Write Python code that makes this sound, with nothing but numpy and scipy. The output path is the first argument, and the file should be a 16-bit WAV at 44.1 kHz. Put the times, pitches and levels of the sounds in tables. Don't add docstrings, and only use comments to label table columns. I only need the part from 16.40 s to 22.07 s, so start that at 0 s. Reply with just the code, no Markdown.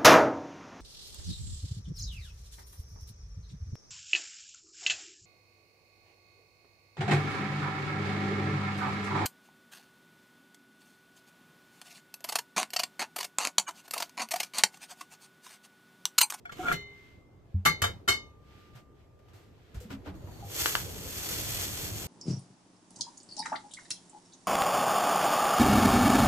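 import sys
import numpy as np
from scipy import signal
from scipy.fft import rfft, irfft, next_fast_len
from scipy.io import wavfile
from scipy.ndimage import uniform_filter1d

SR = 44100
rng = np.random.default_rng(int(sys.argv[2]) if len(sys.argv) > 2 else 0)


def unload_audio(sound):
    columns = np.transpose(np.atleast_2d(sound))
    steps = np.round(np.clip(columns, -1, 1) * 32767)
    wavfile.write(sys.argv[1], SR, steps.astype(np.int16))


N = 250047
LIFT_S, SET_DOWN_S = .32, 1.1

# pitch in Hz, level in dB, ring time in seconds
# (the time to fade by 60 dB, or t60), phase of right against left in radians.
GLASS_NOTES = [(409, -14, 1.1, 0), (1139, -24, 2, -2), (2144, 0, 1, 2.7), (2964, -10, .5, 1.6),
               (3007, -9, .55, 0), (3683, -3, .55, 2.6), (4242, 0, .36, -1.7), (4278, -2, .27, .8),
               (4805, -8, .3, -.8), (4857, -10, .3, .7), (5380, -14, .3, -2.5), (5456, -4, .31, 1.1),
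               (6066, -6, .22, 1.6), (6270, -21, .5, -1.5), (6297, -16, .5, -2.4), (6655, -10, .22, -1.4),
               (7220, -12, .16, .3)]
RIM_NOTE = [(2079, 0, 1, 0)]
PRESSED_NOTES = [(863, -15, .12, -.5), (1167, -7, .12, -.6), (2178, -2, .16, .9), (3025, -6, .11, .4),
                 (3055, -7, .15, .8), (3095, -11, .1, 0), (4307, -11, .1, 0), (3720, -4, .17, 2.4),
                 (4880, -10, .16, 0), (5449, -14, .15, 2), (6686, -14, .16, -1), (7262, -18, .13, -.5),
                 (7600, -22, .14, 0), (8258, -18, .12, -1.6), (8432, -20, .11, -2), (8790, -20, .1, -2),
                 (9200, -23, .1, 0), (10450, -23, .1, 0)]
TOUCH_NOTES = [(704.4, -1.5, 0.094, 3.5), (1222, -14.5, .08, 2), (1353.5, -5.5, 0.12, -1),
               (1379, 3.5, 0.043, -1.8), (1506, -3, 0.072, -9), (1635, -5.5, 0.079, 0.5),
               (1873, -14.5, 0.24, 2.5), (2278, 0, 0.049, 2.5), (2620, -19.5, 0.035, 4),
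               (3380, -13, 0.1, -4.5)]
ENAMEL_NOTES = [(1194.6, -58, 4.5, -.2), (1196.2, -66, 4.5, -.2), (1117, -68, 1.5, -2)]
# frequency in Hz, level in dB.
CLATTER_TONE = [(120, -42.5), (200, -1), (1000, -21.5), (1160, 0), (1940, -0.5), (2130, -36.5), (2650, -4),
                (3020, -13.5), (12600, -12.5), (16000, -45)]
# start in seconds, five levels in dB (glass, rim, pressed, touch, clatter), # rattle time
# in seconds, brightness of the pressed notes in dB per octave.
KNOCKS = [(0.053, -65, -84, -63, -41, -54.5, 0.0043, 1), (0.093, -69, -71, -63, -42.5, -57, 0.0055, -11),
          (.12, -58.5, -63.5, -48, -65, -64, .007, -1), (.266, -57, -47, -72, -34, -60, 0.0068, 2),
          (0.282, -51, -59.5, -68, -26, -63, 0.0012, 0), (.314, -65, -63, -77, -24, -64, 0.0026, 0),
          (.324, -42.5, -32.5, -63, -44, -25, 0.0058, 0), (1.251, -36, -39.5, -29.5, -46, -22, 0.02, 0),
          (1.257, -28, -24, -22, -24, -17.5, 0.016, -7), (1.418, -43, -38, -26, -32, -17, 0.0064, 2),
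          (1.436, -39, -47.5, -33.5, -23.5, -30, 0.021, 0.5),
          (1.677, -37.5, -41.5, -39, -26.5, -25, 0.013, 3), (1.684, -25, -40, -21.5, -32, -25.5, 0.024, 1)]
def bowl_knocks():
    ringing, clatter = np.zeros((2, 2, N))
    held, free = [(ring(GLASS_NOTES, .9, grip, tilt_db=-3.5), ring(RIM_NOTE, .9, grip))
                  for grip in (2.8, 0)]
    touch, t = ring(TOUCH_NOTES, .4), np.arange(4000) / SR
    for start, glass_db, rim_db, pressed_db, touch_db, clatter_db, rattle_s, bright_db in KNOCKS:
        dying = np.exp(-t / rattle_s)
        rattle = dying * rng.standard_normal(len(t)) * (rng.random(len(t)) < .04)
        hits = (t == 0) + .99 * rattle / np.linalg.norm(rattle)
        glass, rim = free if LIFT_S < start < SET_DOWN_S else held
        pressed = ring(PRESSED_NOTES, .4, tilt_db=bright_db)
        notes = gain_of(glass_db) * glass + gain_of(rim_db) * rim
        add(notes, 0, gain_of(pressed_db) * pressed + gain_of(touch_db) * touch)
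        struck = signal.fftconvolve(notes, hits[None], axes=1)
        swell = rise(np.arange(struck.shape[1]) / SR, .0026)
        add(ringing, start, swell * struck)
        noise = coloured(stereo_noise(len(t), shared=.27), CLATTER_TONE)
        add(clatter, start, gain_of(clatter_db) * swell[:len(t)] * dying * noise)
    add(ringing, 1.69, gain_of(-1) * ring(ENAMEL_NOTES, 2))
    return ringing, clatter


# time in seconds, level in dB.
SUGAR_FLOW = [(3.75, -71.5), (4.022, -57), (4.208, -30), (4.33, -31.5), (4.476, -45), (4.664, -43),
              (4.926, -34.5), (5.226, -35.5), (5.562, -41.5), (5.67, -40.5)]
# frequency in Hz, level in dB.
SUGAR_TONE = [(180, -56), (300, -5), (405, -11.5), (915, -14), (3030, -8.5), (3400, -5.5), (3890, -13),
              (4230, -8.5), (6960, -7), (9880, -10.5), (12100, -7.5), (15200, -15), (16000, -33)]
# pitch in Hz, width in Hz (wider dies sooner), level in dB.
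TALL_GLASS_NOTES = [(3227, 260, -20), (4563, 530, 9), (6540, 160, -27), (6894, 200, 3)]
def sugar_pour():
    ticks = grains(per_s=14000, spread_db=2.8, shared=.35)
    ticks[0] = np.roll(ticks[0], 6)
    wall = ring([(hz, db, 4.3 / width, 0) for hz, width, db in TALL_GLASS_NOTES], .05)
    ringing = evened(signal.fftconvolve(ticks, wall, axes=1)[:, :N])
    ringing *= gain_of(np.where(clock() <= 4.04, -4.5, -18.5))
    flutter = gain_of(1.3 * evened(uniform_filter1d(rng.standard_normal(N), 1500)))
    jolts = 1 + sum(gain_of(-1.5) * pulse(start, rise_s=.001, t60=.0896) for start, _ in BAG_SNAPS)
    return follow(SUGAR_FLOW) * jolts * flutter * (coloured(ticks, SUGAR_TONE) + ringing)


# start in seconds, level in dB.
BAG_SNAPS = [(4.259, -11), (4.353, -10)]
# pitch in Hz, level in dB, ring time in seconds, phase in radians.
SNAP_NOTES = [(700, -57, 0.025, .3), (1496, 9.5, 0.0031, 1), (2840, 5, 0.0043, 2.12),
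              (4440, -8, 0.011, 2.1), (6500, -21, .005, 4.5)]
def bag_snaps():
    out, crack = np.zeros((2, N)), ring(SNAP_NOTES, .05)
    crack *= rise(np.arange(crack.shape[1]) / SR, .00028)
    for start, db in BAG_SNAPS:
        add(out, start, gain_of(db) * crack)
    return out


# time in seconds, level of the hiss in dB.
SCRAPE_LEVELS = [(.11, -72), (.122, -45), (.15, -56.5), (.19, -47), (.27, -41), (.345, -35.5), (.38, -58),
                 (.43, -63)]
# frequency in Hz, level in dB.
SCRAPE_TONE = [(400, 7.5), (900, -5.5), (3300, -1), (4500, -13.5), (7000, -8.5), (10000, -17),
               (12500, -14.5), (16000, -25)]
def bowl_scrape():
    slips, hiss = grains(per_s=5000, spread_db=.66, shared=.4), follow(SCRAPE_LEVELS)
    touching = clock() < LIFT_S
    bite = gain_of(-45) * (hiss / gain_of(-43)) ** 1.8 * touching
    notes = ring(TOUCH_NOTES, .2) + gain_of(-19) * ring(PRESSED_NOTES, .2, tilt_db=1.7)
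    bowls = resonate(bite * evened(slips), notes)
    catch = gain_of(-34.5) * np.clip((clock() - .22) / .027, 0, 1) * touching
    squeal_note = ring([(1404, 0, .097, .66)], .2)
    squeal = resonate(catch * evened(slips.sum(0))[None], squeal_note)
    return hiss * coloured(slips, SCRAPE_TONE) + bowls + squeal


# start in seconds, level in dB, pitch in Hz.
THUMPS = [(.189, -31.5, 344), (.192, -27, 737), (0.336, -31.5, 151), (1.143, -15.5, 88.9),
          (1.145, -30.5, 197.4), (1.265, -25, 157), (1.419, -22, 89.7), (1.577, -37.5, 83),
          (1.681, -30.5, 94.5), (2.35, -40.5, 116), (2.938, -42, 97.6), (3.348, -31.5, 100.6),
          (3.362, -28.5, 65), (3.41, -41.5, 492), (3.452, -36, 201), (3.531, -34.5, 202),
          (3.691, -38.5, 183), (3.505, -35.5, 90.7), (3.512, -30.5, 269), (3.667, -34.5, 291),
          (3.673, -34, 83), (3.749, -39, 314), (3.839, -31.5, 95.8), (3.873, -47, 960), (4.022, -38.5, 803),
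          (4.024, -41, 700), (4.046, -32, 95), (5.089, -29, 111), (5.515, -28, 107)]
def thumps():
    out, t = np.zeros(N), np.arange(SR // 2) / SR
    for start, db, hz in THUMPS:
        t60 = .19 / (hz / 100) ** .15
        swing = gain_of(db - 60 * t / t60) * rise(t, .0058) * np.sin(2 * np.pi * hz * t)
        chatter = rng.standard_normal(len(t)) * np.exp(-t / .019)
        bump = swing + .8 * signal.fftconvolve(swing, chatter / np.linalg.norm(chatter))[:len(t)]
        add(out, start, bump * np.linalg.norm(swing) / np.linalg.norm(bump))
    return out


# start in seconds, level in dB, fade time in seconds,
# treble in dB.
SCUFFS = [(2.353, -52, .22, -19), (2.791, -59, .093, -24), (2.884, -55.5, 0.142, -25.5),
          (2.933, -57, 0.6, -17), (3.345, -48.5, 0.21, -17.5), (3.403, -51.5, .22, 0),
          (3.504, -40, 0.19, -25), (3.661, -40, .23, -41), (3.742, -45.5, 0.063, -34),
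          (3.873, -48, 0.094, -44)]
def scuffs():
    out, t = np.zeros((2, N)), np.arange(SR // 2) / SR
    for start, db, t60, treble_db in SCUFFS:
        treble = [(8000, treble_db), (12500, treble_db - 4.5), (16000, treble_db - 8)]
        puff = coloured(stereo_noise(len(t), shared=.68), [(60, -20), (250, 0), (1140, -6)] + treble)
        tick = gain_of(-3) * np.exp(-t / .0027)
        add(out, start, gain_of(db - 60 * t / t60) * (rise(t, .0063) + tick) * puff)
    return out


# start in seconds, length in seconds, top level in dB.
MOVEMENTS = [(0.417, 0.47, -64), (1.035, 0.26, -76), (1.98, 0.47, -62.5), (2.324, 0.12, -63),
             (2.525, .19, -71.5), (2.767, 0.49, -69), (3.1, 0.42, -67), (3.325, 0.25, -63.5),
             (3.489, 0.089, -51), (3.637, 0.093, -54), (3.79, 0.19, -80)]
# frequency in Hz, level in dB.
RUSTLE_TONE = [(180, -70), (300, 3), (528, -14), (774, -23), (1320, -4.5), (3190, -7), (9880, -25.5),
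               (12700, -23.5), (16000, -36)]
def cloth_rustle():
    level = np.zeros(N)
    for start, length, db in MOVEMENTS:
        progress = np.arange(0, length, 1 / SR) / length
        swell = abs(np.sin(np.pi * progress ** .84)) ** 1.8
        add(level, start, gain_of(db) * swell)
    return level * coloured(grains(per_s=9000, spread_db=1.8, shared=.1), RUSTLE_TONE)


# frequency in Hz, level in dB.
HUM_TONE = [(15, -33), (30, -38.5), (55, -12.5), (90, -0.5), (112, -3), (140, -11.5), (170, -10),
            (220, -15.5), (400, -13), (600, -19.5), (1000, -26), (1500, -33), (6000, -45.5), (12200, -51),
            (16000, -61)]
# frequency in Hz, likeness from 0 to 1.
HUM_LIKENESS = [(30, .92), (110, 0.66), (300, 0.74), (700, .2), (2000, .1)]
def room_hum():
    frames, hz = N // 256 + 5, np.fft.rfftfreq(1024, 1 / SR)
    left_re, left_im, own_re, own_im, patches = rng.standard_normal((frames, 513, 5)).T
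    patches = evened(uniform_filter1d(uniform_filter1d(patches, 6, 0), 10, 1))
    alike, left = read(HUM_LIKENESS, hz)[:, None], left_re + 1j * left_im
    right = alike * left + np.sqrt(1 - alike ** 2) * (own_re + 1j * own_im)
    spectra = np.array([left, right]) * gain_of(read(HUM_TONE, hz)[:, None] + 2 * patches)
    level = np.interp(clock(), [3.26, 4.48], gain_of([-57.5, -42.5]))
    for start, *_, clatter_db, _, _ in KNOCKS:
        level += gain_of(clatter_db - 19.5) * pulse(start, rise_s=.02, t60=.44)
    return level * evened(signal.istft(spectra, nperseg=1024, noverlap=768)[1][:, :N])


# frequency in Hz, fade time in seconds.
ECHO_TIMES = [(100, .3), (1000, .2), (4000, .16), (12000, .13)]
def kitchen_echo(sound):
    taps, slots = np.zeros((2, SR // 2)), np.arange(150, SR // 2 - 20, 20)
    arrivals = slots + rng.integers(0, 20, (2, len(slots)))
    np.put_along_axis(taps, arrivals, rng.choice([-1., 1.], arrivals.shape), 1)
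    hz, t, spectra = signal.stft(taps, SR, nperseg=256)
    spectra *= gain_of(-60 * t / read(ECHO_TIMES, hz)[:, None])
    return resonate(sound.mean(0)[None], signal.istft(spectra, SR, nperseg=256)[1])


def ring(notes, seconds, grip=0, tilt_db=0):
    t = np.arange(int(seconds * SR)) / SR
    hz, db, t60, apart = np.transpose(notes)[:, :, None]
    octaves = np.log2(hz / 2048)
    fading = gain_of(db + tilt_db * octaves - 60 * t * (1 / t60 + grip / 2 ** octaves))
    return np.array([(fading * np.sin(2 * np.pi * hz * t + p)).sum(0) for p in (-apart / 2, apart / 2)])


def resonate(sound, response):
    return signal.oaconvolve(sound, response / np.linalg.norm(response[0]), axes=1)[:, :N]


def grains(per_s, spread_db, shared):
    size = gain_of(spread_db * np.minimum(rng.exponential(1, (3, N)), 5))
    common, left, right = size * rng.standard_normal((3, N)) * (rng.random((3, N)) < per_s / SR)
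    return np.sqrt(shared) * common + np.sqrt(1 - shared) * np.array([left, right])


def stereo_noise(samples, shared):
    return rng.standard_normal((2, samples)) + shared * rng.standard_normal(samples)


def coloured(sound, tone):
    size = next_fast_len(sound.shape[-1])
    gains = gain_of(read(tone, np.fft.rfftfreq(size, 1 / SR)))
    return evened(irfft(rfft(sound, size) * gains, size)[..., :sound.shape[-1]])


def read(table, hz):
    frequencies, values = np.transpose(table)
    return np.interp(np.log(hz + 1), np.log(frequencies + 1), values)


def follow(table):
    return gain_of(np.interp(clock(), *np.transpose(table), left=-150, right=-150))


def pulse(start, rise_s, t60):
    t = np.maximum(clock() - start, 0)
    return rise(t, rise_s) * gain_of(-60 * t / t60)


def rise(t, seconds):
    return 1 - np.exp(-t / seconds)


def add(mix, start, sound):
    part = mix[..., round(start * SR):][..., :sound.shape[-1]]
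    part += sound[..., :part.shape[-1]]


def gain_of(db):
    return 10 ** (np.asarray(db) / 20)


def evened(sound):
    return sound / np.sqrt(np.mean(sound ** 2) + 1e-20)


def clock():
    return np.arange(N) / SR


def scene():
    (ringing, clatter), snaps = bowl_knocks(), bag_snaps()
    echo = kitchen_echo(gain_of(-9.5) * ringing + gain_of(-10) * clatter + gain_of(-7) * snaps)
    clinks = (ringing + clatter) * gain_of([[.6], [-.6]])
    background = thumps() + room_hum() + cloth_rustle()
    return clinks + snaps + echo + background + bowl_scrape() + scuffs() + sugar_pour()


# frequency in Hz, share from 0 to 1.
TREBLE_SHARE = [(7400, 0.0067), (8600, 0.23), (9800, 1), (11200, 0.54), (12800, 1), (14200, .7),
                (15500, 0.93)]
def record(dry):
    lag_s, cutoff_hz = 156e-6, 16300
    size = next_fast_len(N + 4096)
    hz, (left, right) = np.fft.rfftfreq(size, 1 / SR), rfft(dry, size)
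    share = read(TREBLE_SHARE, hz)
    right = share * left * np.exp(-2j * np.pi * hz * lag_s) + np.sqrt(1 - share ** 2) * right
    pair = irfft(np.array([left, right]), size)[:, :N]
    lowpass = signal.firwin(511, cutoff_hz, window=("kaiser", 9), fs=SR)
    return signal.oaconvolve(pair, lowpass[None], "same")


dry = scene()
out = record(dry)
unload_audio(out)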